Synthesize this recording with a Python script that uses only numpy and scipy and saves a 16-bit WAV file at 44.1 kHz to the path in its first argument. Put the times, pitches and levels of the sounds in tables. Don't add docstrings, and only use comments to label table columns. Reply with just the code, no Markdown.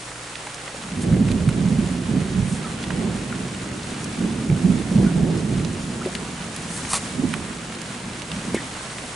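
import sys
import numpy as np
from scipy import signal
from scipy.fft import rfft, irfft, next_fast_len
from scipy.io import wavfile
from scipy.ndimage import uniform_filter1d, map_coordinates

SR = 44100
rng = np.random.default_rng(int(sys.argv[2]) if len(sys.argv) > 2 else 0)


def put_to_file(sound):
    columns = np.atleast_2d(sound).T
    safe = np.clip(columns, -1, 1)
    whole_steps = np.round(safe * 32767)
    wavfile.write(sys.argv[1], SR, whole_steps.astype(np.int16))


N = 403515


def amp(db):
    return 10 ** (np.asarray(db) / 20)


def unit(x):
    return x / np.sqrt(np.mean(x ** 2) + 1e-20)


def along(points, hz):
    point_hz, value = np.transpose(points)
    return np.interp(np.log(hz + 1), np.log(point_hz + 1), value)


def curves(rows):
    time_s, *columns = np.transpose(rows)
    return [np.interp(np.arange(N) / SR, time_s, column) for column in columns]


def wobble(rate_hz):
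    knots = rng.standard_normal(int(N * rate_hz / SR) + 4)
    return map_coordinates(knots, [np.arange(N) * rate_hz / SR])


def filtered(x, response):
    padded = next_fast_len(N + SR // 2)
    hz = np.fft.rfftfreq(padded, 1 / SR)
    return irfft(rfft(x, padded) * response(hz), padded)[..., :N]


def coloured(x, spectrum):
    return unit(filtered(x, lambda hz: amp(along(spectrum, hz))))


def panned(db):
    return amp(np.outer([.5, -.5], db))


def add(track, start_s, sound):
    part = track[..., max(round(start_s * SR), 0):][..., :sound.shape[-1]]
    part += sound[..., :part.shape[-1]]


def swell(middle_s, length_s):
    return np.exp(-2 * ((np.arange(N) / SR - middle_s) / length_s) ** 2)


def impacts(rate_hz, spread_db):
    chance, size = rng.random(N), rng.standard_normal(N)
    struck = chance < rate_hz / SR
    sign = rng.choice([-1, 1], N)
    return unit(struck * amp(spread_db * np.clip(size, -2, 2)) * sign)


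# pitch_hz [Hz], level_db [dB]
HUM_PARTIALS = [(60, -52), (120, -45.5), (300, -51.5)]


def hum():
    t = np.arange(N) / SR
    return sum(amp(level_db + 0.43 * wobble(2.5)) * np.sin(2 * np.pi * pitch_hz * t)
               for pitch_hz, level_db in HUM_PARTIALS)


# pitch_hz [Hz], likeness [0 to 1]
RAIN_LIKENESS = [(60, 1), (200, 1), (400, 1), (850, 0.57), (2000, 0.49), (4900, 0.54), (9000, 0.71)]


def wash(spectrum, rate_hz, spread_db):
    pair = np.array([impacts(rate_hz, spread_db), impacts(rate_hz, spread_db)])

    def mid_side(hz):
        turn = np.arccos(np.clip(along(RAIN_LIKENESS, hz), 0, 1)) / 2
        return amp(along(spectrum, hz)) * [np.cos(turn), np.sin(turn)]

    mid, side = filtered(pair, mid_side)
    return unit(np.array([mid + side, mid - side]))


# time_s [s], patter_db [dB], hiss_db [dB]
WASH_STRENGTH = [(0.0, -40, -41.5), (0.48, -39.5, -43), (2.83, -38, -42.5), (4.79, -39, -42.5),
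                 (6.55, -38.5, -42), (6.86, -37, -37), (7.44, -38, -42.5), (9.15, -37.5, -41)]
# pitch_hz [Hz], level_db [dB per Hz]
PATTER_SPECTRUM = [(25, -8), (45, -1), (95, -6.5), (160, 6), (210, 1.5), (320, 1), (480, 3), (750, 2.5),
                   (1200, 2), (2000, 0), (3000, -2.5), (4200, -7), (5500, -16.5), (8000, -41)]
# pitch_hz [Hz], level_db [dB per Hz]
HISS_SPECTRUM = [(2500, -8), (4200, 0), (5100, 0.5), (5900, 1.1), (6700, 2), (8700, 2), (9800, -0.5),
                 (10700, -3), (11100, -16.5)]


def far_rain():
    patter_db, hiss_db = curves(WASH_STRENGTH)
    flow_db = 0.37 * wobble(2.7) + 0.5 * wobble(16)
    patter_gain = amp(patter_db + 1.83 + flow_db + 0.49 * wobble(35))
    hiss_gain = amp(hiss_db + 1.5 + flow_db + 0.5 * wobble(30))
    patter = patter_gain * wash(PATTER_SPECTRUM, rate_hz=4000, spread_db=2.5)
    hiss = hiss_gain * wash(HISS_SPECTRUM, rate_hz=10000, spread_db=5.0)
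    return patter * panned(-2.0) + hiss * panned(0.15)


def bubble(pitch_hz, t60_s, scatter):
    t = np.arange(SR // 6) / SR
    waver = signal.resample(rng.standard_normal(150), len(t))
    glide = 1 + 0.65 * t + scatter * waver
    phase = 2 * np.pi * np.cumsum(pitch_hz * glide) / SR
    return amp(-60 * t / t60_s) * (1 - np.exp(-t / 0.002)) * np.sin(phase)


# start_s [s], level_db [dB], pitch_hz [Hz, at the start], t60_s [s], scatter [share of pitch]
PUDDLE_PLINKS = [(0.466, -25, 830, 0.043, .05), (0.744, -20, 510, 0.028, 0.11),
                 (2.644, -28.5, 1300, 0.13, .02), (3.324, -22, 1400, 0.036, 0.054),
                 (5.062, -30, 1450, 0.15, .04), (6.014, -25, 1360, 0.072, 0.12),
                 (6.085, -29, 726, 0.076, 0.1), (8.549, -24, 2160, .1, 0.1),
                 (8.558, -31, 3000, 0.11, 0.137), (8.573, -27, 1900, 0.12, 0.093),
                 (8.584, -31, 2016, .13, .09)]


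def puddles(count=70):
    out = np.zeros((2, N))
    for start_s, level_db, pitch_hz, t60_s, scatter in PUDDLE_PLINKS:
        add(out, start_s, amp(level_db) * bubble(pitch_hz, t60_s, scatter))
    starts_s = rng.random(count) * N / SR
    traits = np.clip(rng.standard_normal((count, 3)), -2, 2)
    for start_s, (size, pitch, side) in zip(starts_s, traits):
        plink = bubble(1500 * np.exp(.4 * pitch), t60_s=0.062, scatter=.05)
        add(out, start_s, amp(-37.5 + 1.5 * size) * panned(-1.5 + 3 * side) * plink)
    return out


def drop(pitch_hz, shake_db, splash_db, shake_t60_s, splash_t60_s):
    t = np.arange(SR // 25) / SR
    shake, spray = rng.standard_normal((2, len(t)))
    band_hz = np.clip([0.61 * pitch_hz, 1.39 * pitch_hz], 50, .45 * SR)
    leaf = signal.butter(2, band_hz, "bandpass", fs=SR, output="sos")
    slap = signal.sosfilt(leaf, signal.unit_impulse(len(t)))
    slap = 0.89 * slap / np.abs(slap).max()
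    shake = unit(signal.sosfilt(leaf, shake)) * amp(shake_db - 60 * t / shake_t60_s)
    shake *= 1 - np.exp(-pitch_hz * t)
    spray = unit(np.diff(spray, prepend=0)) * amp(splash_db + 7.5 - 60 * t / splash_t60_s)
    return slap + shake + spray


# [dB, left over right]
LEAF_DROPS = [(0.355, -18, 2470, -5.5, -28, -6), (0.471, -20, 1720, -12, -18, -3),
              (0.5452, -17, 6000, -16, -20, -1), (1.286, -24, 2100, -7, -24, 13),
              (1.316, -23, 2900, -5, -11.5, -10), (1.49, -18, 2100, -8, -19, -1),
              (2.829, -23, 3600, -10, -22, -3), (2.839, -19, 2800, -9, -24, -9),
              (2.9051, -19.5, 1720, -2, -28, -9), (3.3269, -21, 1440, -13, -29, 7),
              (4.043, -25.5, 7000, -2, -8, 5), (4.499, -27, 2000, -3, -18, -11),
              (5.6485, -18, 3700, -9, -26, -9), (6.052, -24, 1690, 0, -18, -3),
              (6.151, -16.5, 3000, -3.5, -11, 5), (6.563, -21.5, 4000, -14, -5.5, -1),
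              (6.85, -18, 1990, -6, -28, 3), (7.333, -22, 2200, -6, -22, -3),
              (7.339, -11.5, 1840, -9, -17, -8), (7.817, -23, 5500, -10, -8, -10),
              (8.2198, -17.5, 3000, -13, -19, -7), (8.317, -19, 3300, -7, -18, -7),
              (8.772, -23, 990, -6, -24, -1), (8.9846, -17.5, 2100, -14, -25, 1)]


def near_rain(count=420):
    out = np.zeros((2, N))
    for start_s, level_db, pitch_hz, shake_db, splash_db, pan_db in LEAF_DROPS:
        hit = drop(pitch_hz, shake_db, splash_db, shake_t60_s=0.023, splash_t60_s=0.015)
        add(out, start_s, amp(level_db) * panned(pan_db) * hit)
    starts_s = rng.random(count) * N / SR
    for start_s, (size, pitch, side) in zip(starts_s, rng.standard_normal((count, 3))):
        pitch_hz = 2400 * np.exp(.5 * np.clip(pitch, -2, 2))
        hit = drop(pitch_hz, shake_db=-9, splash_db=-24, shake_t60_s=0.028, splash_t60_s=.016)
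        add(out, start_s, amp(-33.5 + 3.8 * min(size, 2)) * panned(-1.5 + 2.6 * side) * hit)
    return out


# middle_s [s], length_s [s], swish_db [dB], scrape_db [dB]
JACKET_STROKES = [(1.026, 0.025, -33, -41), (1.492, 0.0088, -34, -37), (2.525, 0.1, -38, -54),
                  (6.754, 0.073, -33, -58), (6.913, 0.027, -25.5, -31), (6.935, 0.0042, -22, -18),
                  (6.9425, 0.0013, -12, -14), (6.958, 0.032, -21.5, -22), (7.33, 0.17, -44, -60),
                  (8.553, 0.012, -34, -34)]
# pitch_hz [Hz], level_db [dB per Hz]
SWISH_SPECTRUM = [(2000, -21), (4000, -4), (6000, 0.5), (7500, 3), (8900, 8), (10000, 2), (11200, -5)]
# pitch_hz [Hz], level_db [dB per Hz]
SCRAPE_SPECTRUM = [(300, -15), (750, -9), (1120, 1), (1550, -11.5), (2300, -6.5), (3200, -12), (4500, -9),
                   (7000, -46), (11000, -35)]


def jacket():
    swish_gain, scrape_gain = np.zeros(N), np.zeros(N)
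    for middle_s, length_s, swish_db, scrape_db in JACKET_STROKES:
        stroke = swell(middle_s, length_s)
        swish_gain += amp(swish_db - 1.0) * stroke
        scrape_gain += amp(scrape_db - 4.5) * stroke
    swish = coloured(impacts(rate_hz=14000, spread_db=6), SWISH_SPECTRUM)
    scrape = coloured(impacts(rate_hz=6000, spread_db=3.5), SCRAPE_SPECTRUM)
    return swish_gain * swish + scrape_gain * scrape


# [dB, relative to the thud, before its trim]
CLOTH_THUDS = [(6.06, -13, 360, 0.057, -22), (6.07, -21, 540, 0.051, -24), (8.545, -4, 337, 0.016, -18.5),
               (8.566, -17.5, 340, 0.033, -18)]


def fat_drops():
    out, t = np.zeros(N), np.arange(SR // 6) / SR
    for start_s, level_db, pitch_hz, t60_s, splash_db in CLOTH_THUDS:
        sag = 1 + .5 * np.exp(-t / 0.0011)
        phase = 2 * np.pi * np.cumsum(pitch_hz * sag) / SR
        body = np.sin(phase) * amp(-60 * t / t60_s) * (1 - np.exp(-t / 0.00038))
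        splash = amp(splash_db + 3.5 - 60 * t / 0.018) * rng.standard_normal(len(t))
        add(out, start_s, amp(level_db) * (body + splash))
    return out


def peal(start_s, rise_s, hold_s, fade_db_per_s):
    age = np.arange(N) / SR - start_s
    return np.clip(age / rise_s, 0, 1) * amp(-fade_db_per_s * np.maximum(age - rise_s - hold_s, 0))


# [dB, left over right]
THUNDER_PEALS = [(0.904, 0.22, 0.045, 56, -21, 1, 2.5, -3.5), (1.223, 0.037, 0.55, 31, -26, 2.5, 3, -5),
                 (2.053, 0.09, 0.055, 64, -25.5, 4, 3.5, -5), (2.337, 0.031, 0.036, 45, -34.5, 9.5, 7, -8),
                 (2.825, 0.13, 0.13, 56, -29, 2.5, 6.5, -4.5), (3.247, 0.033, 0.14, 46, -45, 7, 12.5, -6),
                 (4.147, 0.074, .03, 32, -24.5, -4.5, 2.5, -3.5),
                 (4.464, 0.045, .02, 60, -24, 1.5, 3, -3.5), (4.6, .06, 0.053, 68, -20.5, -2, 0, -6.5),
                 (4.863, 0.12, 0.043, 57, -20, 2, 4.5, -3), (5.133, 0.046, 0.076, 25, -25, 4, 6, -4.5),
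                 (5.477, 0.041, 0.062, 62, -30.5, 7, 5, -4), (6.45, 0.28, 0.45, 10, -45.5, 5.5, -8, 3),
                 (7.11, 0.076, .07, 45, -27, -3.5, 2.5, -6), (8.03, 0.034, .02, 80, -34, -6, 0, -1),
                 (8.28, 0.047, .01, 94, -34, 0, -6, -1.5), (8.43, 0.044, .01, 90, -26, -7.5, -5, -2)]
ROLL_START_S, ROLL_RISE_S, ROLL_HOLD_S, ROLL_FADE_DB_PER_S = 0.7, 0.29, 4.4, 2.64
ROLL_DB, ROLL_DEPTH_DB, ROLL_TEARING_DB, ROLL_PAN_DB = -33.5, -1.5, 4, -1.3
LUMP_HZ, LUMP_DB = 18, 1.3


def roll():
    beneath = (ROLL_START_S, ROLL_RISE_S, ROLL_HOLD_S, ROLL_FADE_DB_PER_S,
               ROLL_DB, ROLL_DEPTH_DB, ROLL_TEARING_DB, ROLL_PAN_DB)
    power, bearing = np.zeros((3, N)), np.zeros(N)
    for start_s, rise_s, hold_s, fade, level_db, depth_db, tearing_db, pan_db in [beneath, *THUNDER_PEALS]:
        layer_gains = amp([level_db + depth_db, level_db, level_db + tearing_db])
        share = np.outer(layer_gains, peal(start_s, rise_s, hold_s, fade)) ** 2
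        power += share
        bearing += pan_db * share.sum(axis=0)
    deep, boom, tearing = (np.sqrt(p) * amp(LUMP_DB * wobble(LUMP_HZ)) for p in power)
    bearing_db = bearing / (power.sum(axis=0) + 1e-20)
    return deep, boom, tearing, bearing_db


def rumble(spectrum, evenness):
    waves = coloured(impacts(rate_hz=900, spread_db=1.5), spectrum)
    power = np.abs(uniform_filter1d(waves ** 2, int(.06 * SR))) + 1e-4
    return unit(waves / power ** (np.clip(evenness, 0, 1) / 2))


# [Hz, on average]
THUNDER_CLAPS = [(1.129, -3, 178), (1.159, -8, 162), (1.206, -3, 204), (1.36, -17, 150), (1.476, -1, 160.5),
                 (1.656, -5.5, 183), (1.717, -6, 186), (1.784, -1.5, 200), (2.086, -9, 214),
                 (2.387, -13, 206), (2.42, -12, 105), (2.521, -11.5, 205), (4.495, -4.5, 168),
                 (4.521, -5.5, 158), (4.641, -7, 173), (4.692, -6, 193), (4.914, -4, 184.5),
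                 (4.955, -1.5, 198), (5, -7, 184), (5.04, -4, 188), (5.219, -8, 186), (7.188, -10, 254),
                 (7.237, -6.5, 248)]
# pitch_hz [Hz], level_db [dB per Hz]
DEEP_SPECTRUM = [(12, -53), (20, -25), (60, -8), (113, -5), (173, 2.5), (201, -2), (260, -10.5), (340, -52),
                 (570, -120)]
# pitch_hz [Hz], level_db [dB per Hz]
BOOM_SPECTRUM = [(130, -56), (180, -8), (210, 0), (255, -1.5), (290, -8.5), (330, -29), (480, -51.5)]
# pitch_hz [Hz], level_db [dB per Hz]
TEARING_SPECTRUM = [(220, -19.5), (295, -3), (335, 0), (410, -4), (490, -10), (700, -16.5), (1000, -26),
                    (1800, -76)]


def thunder():
    deep, boom, tearing, bearing_db = roll()
    direct = amp(0.3) * deep * rumble(DEEP_SPECTRUM, evenness=1.0)
    direct += amp(-3.0) * boom * rumble(BOOM_SPECTRUM, evenness=0.14)
    direct += amp(-11.0) * tearing * rumble(TEARING_SPECTRUM, evenness=0.14)
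    t = np.arange(SR // 8) / SR
    age = t / 0.011
    envelope = (age * np.exp(1 - age)) ** 2.0
    for time_s, level_db, pitch_hz in THUNDER_CLAPS:
        waver = 1 + 0.08 * wobble(188)[:len(t)]
        phase = 2 * np.pi * np.cumsum(pitch_hz * waver) / SR
        add(direct, time_s - .004, amp(level_db - 7.0) * envelope * np.sin(phase))
    scattered = amp(-27.5) * deep * rumble(DEEP_SPECTRUM, evenness=.3)
    scattered += amp(-22.5) * boom * rumble(BOOM_SPECTRUM, evenness=0.25)
    scattered += amp(-19) * tearing * rumble(TEARING_SPECTRUM, evenness=.3)
    return direct * panned(bearing_db) + np.array([scattered, -scattered])


def scene():
    return hum() + far_rain() + puddles() + near_rain() + jacket() + fat_drops() + thunder()


TOP_HZ = 11150


def record(dry):
    return filtered(dry, lambda hz: hz < TOP_HZ)


dry = scene()
out = record(dry)
put_to_file(out)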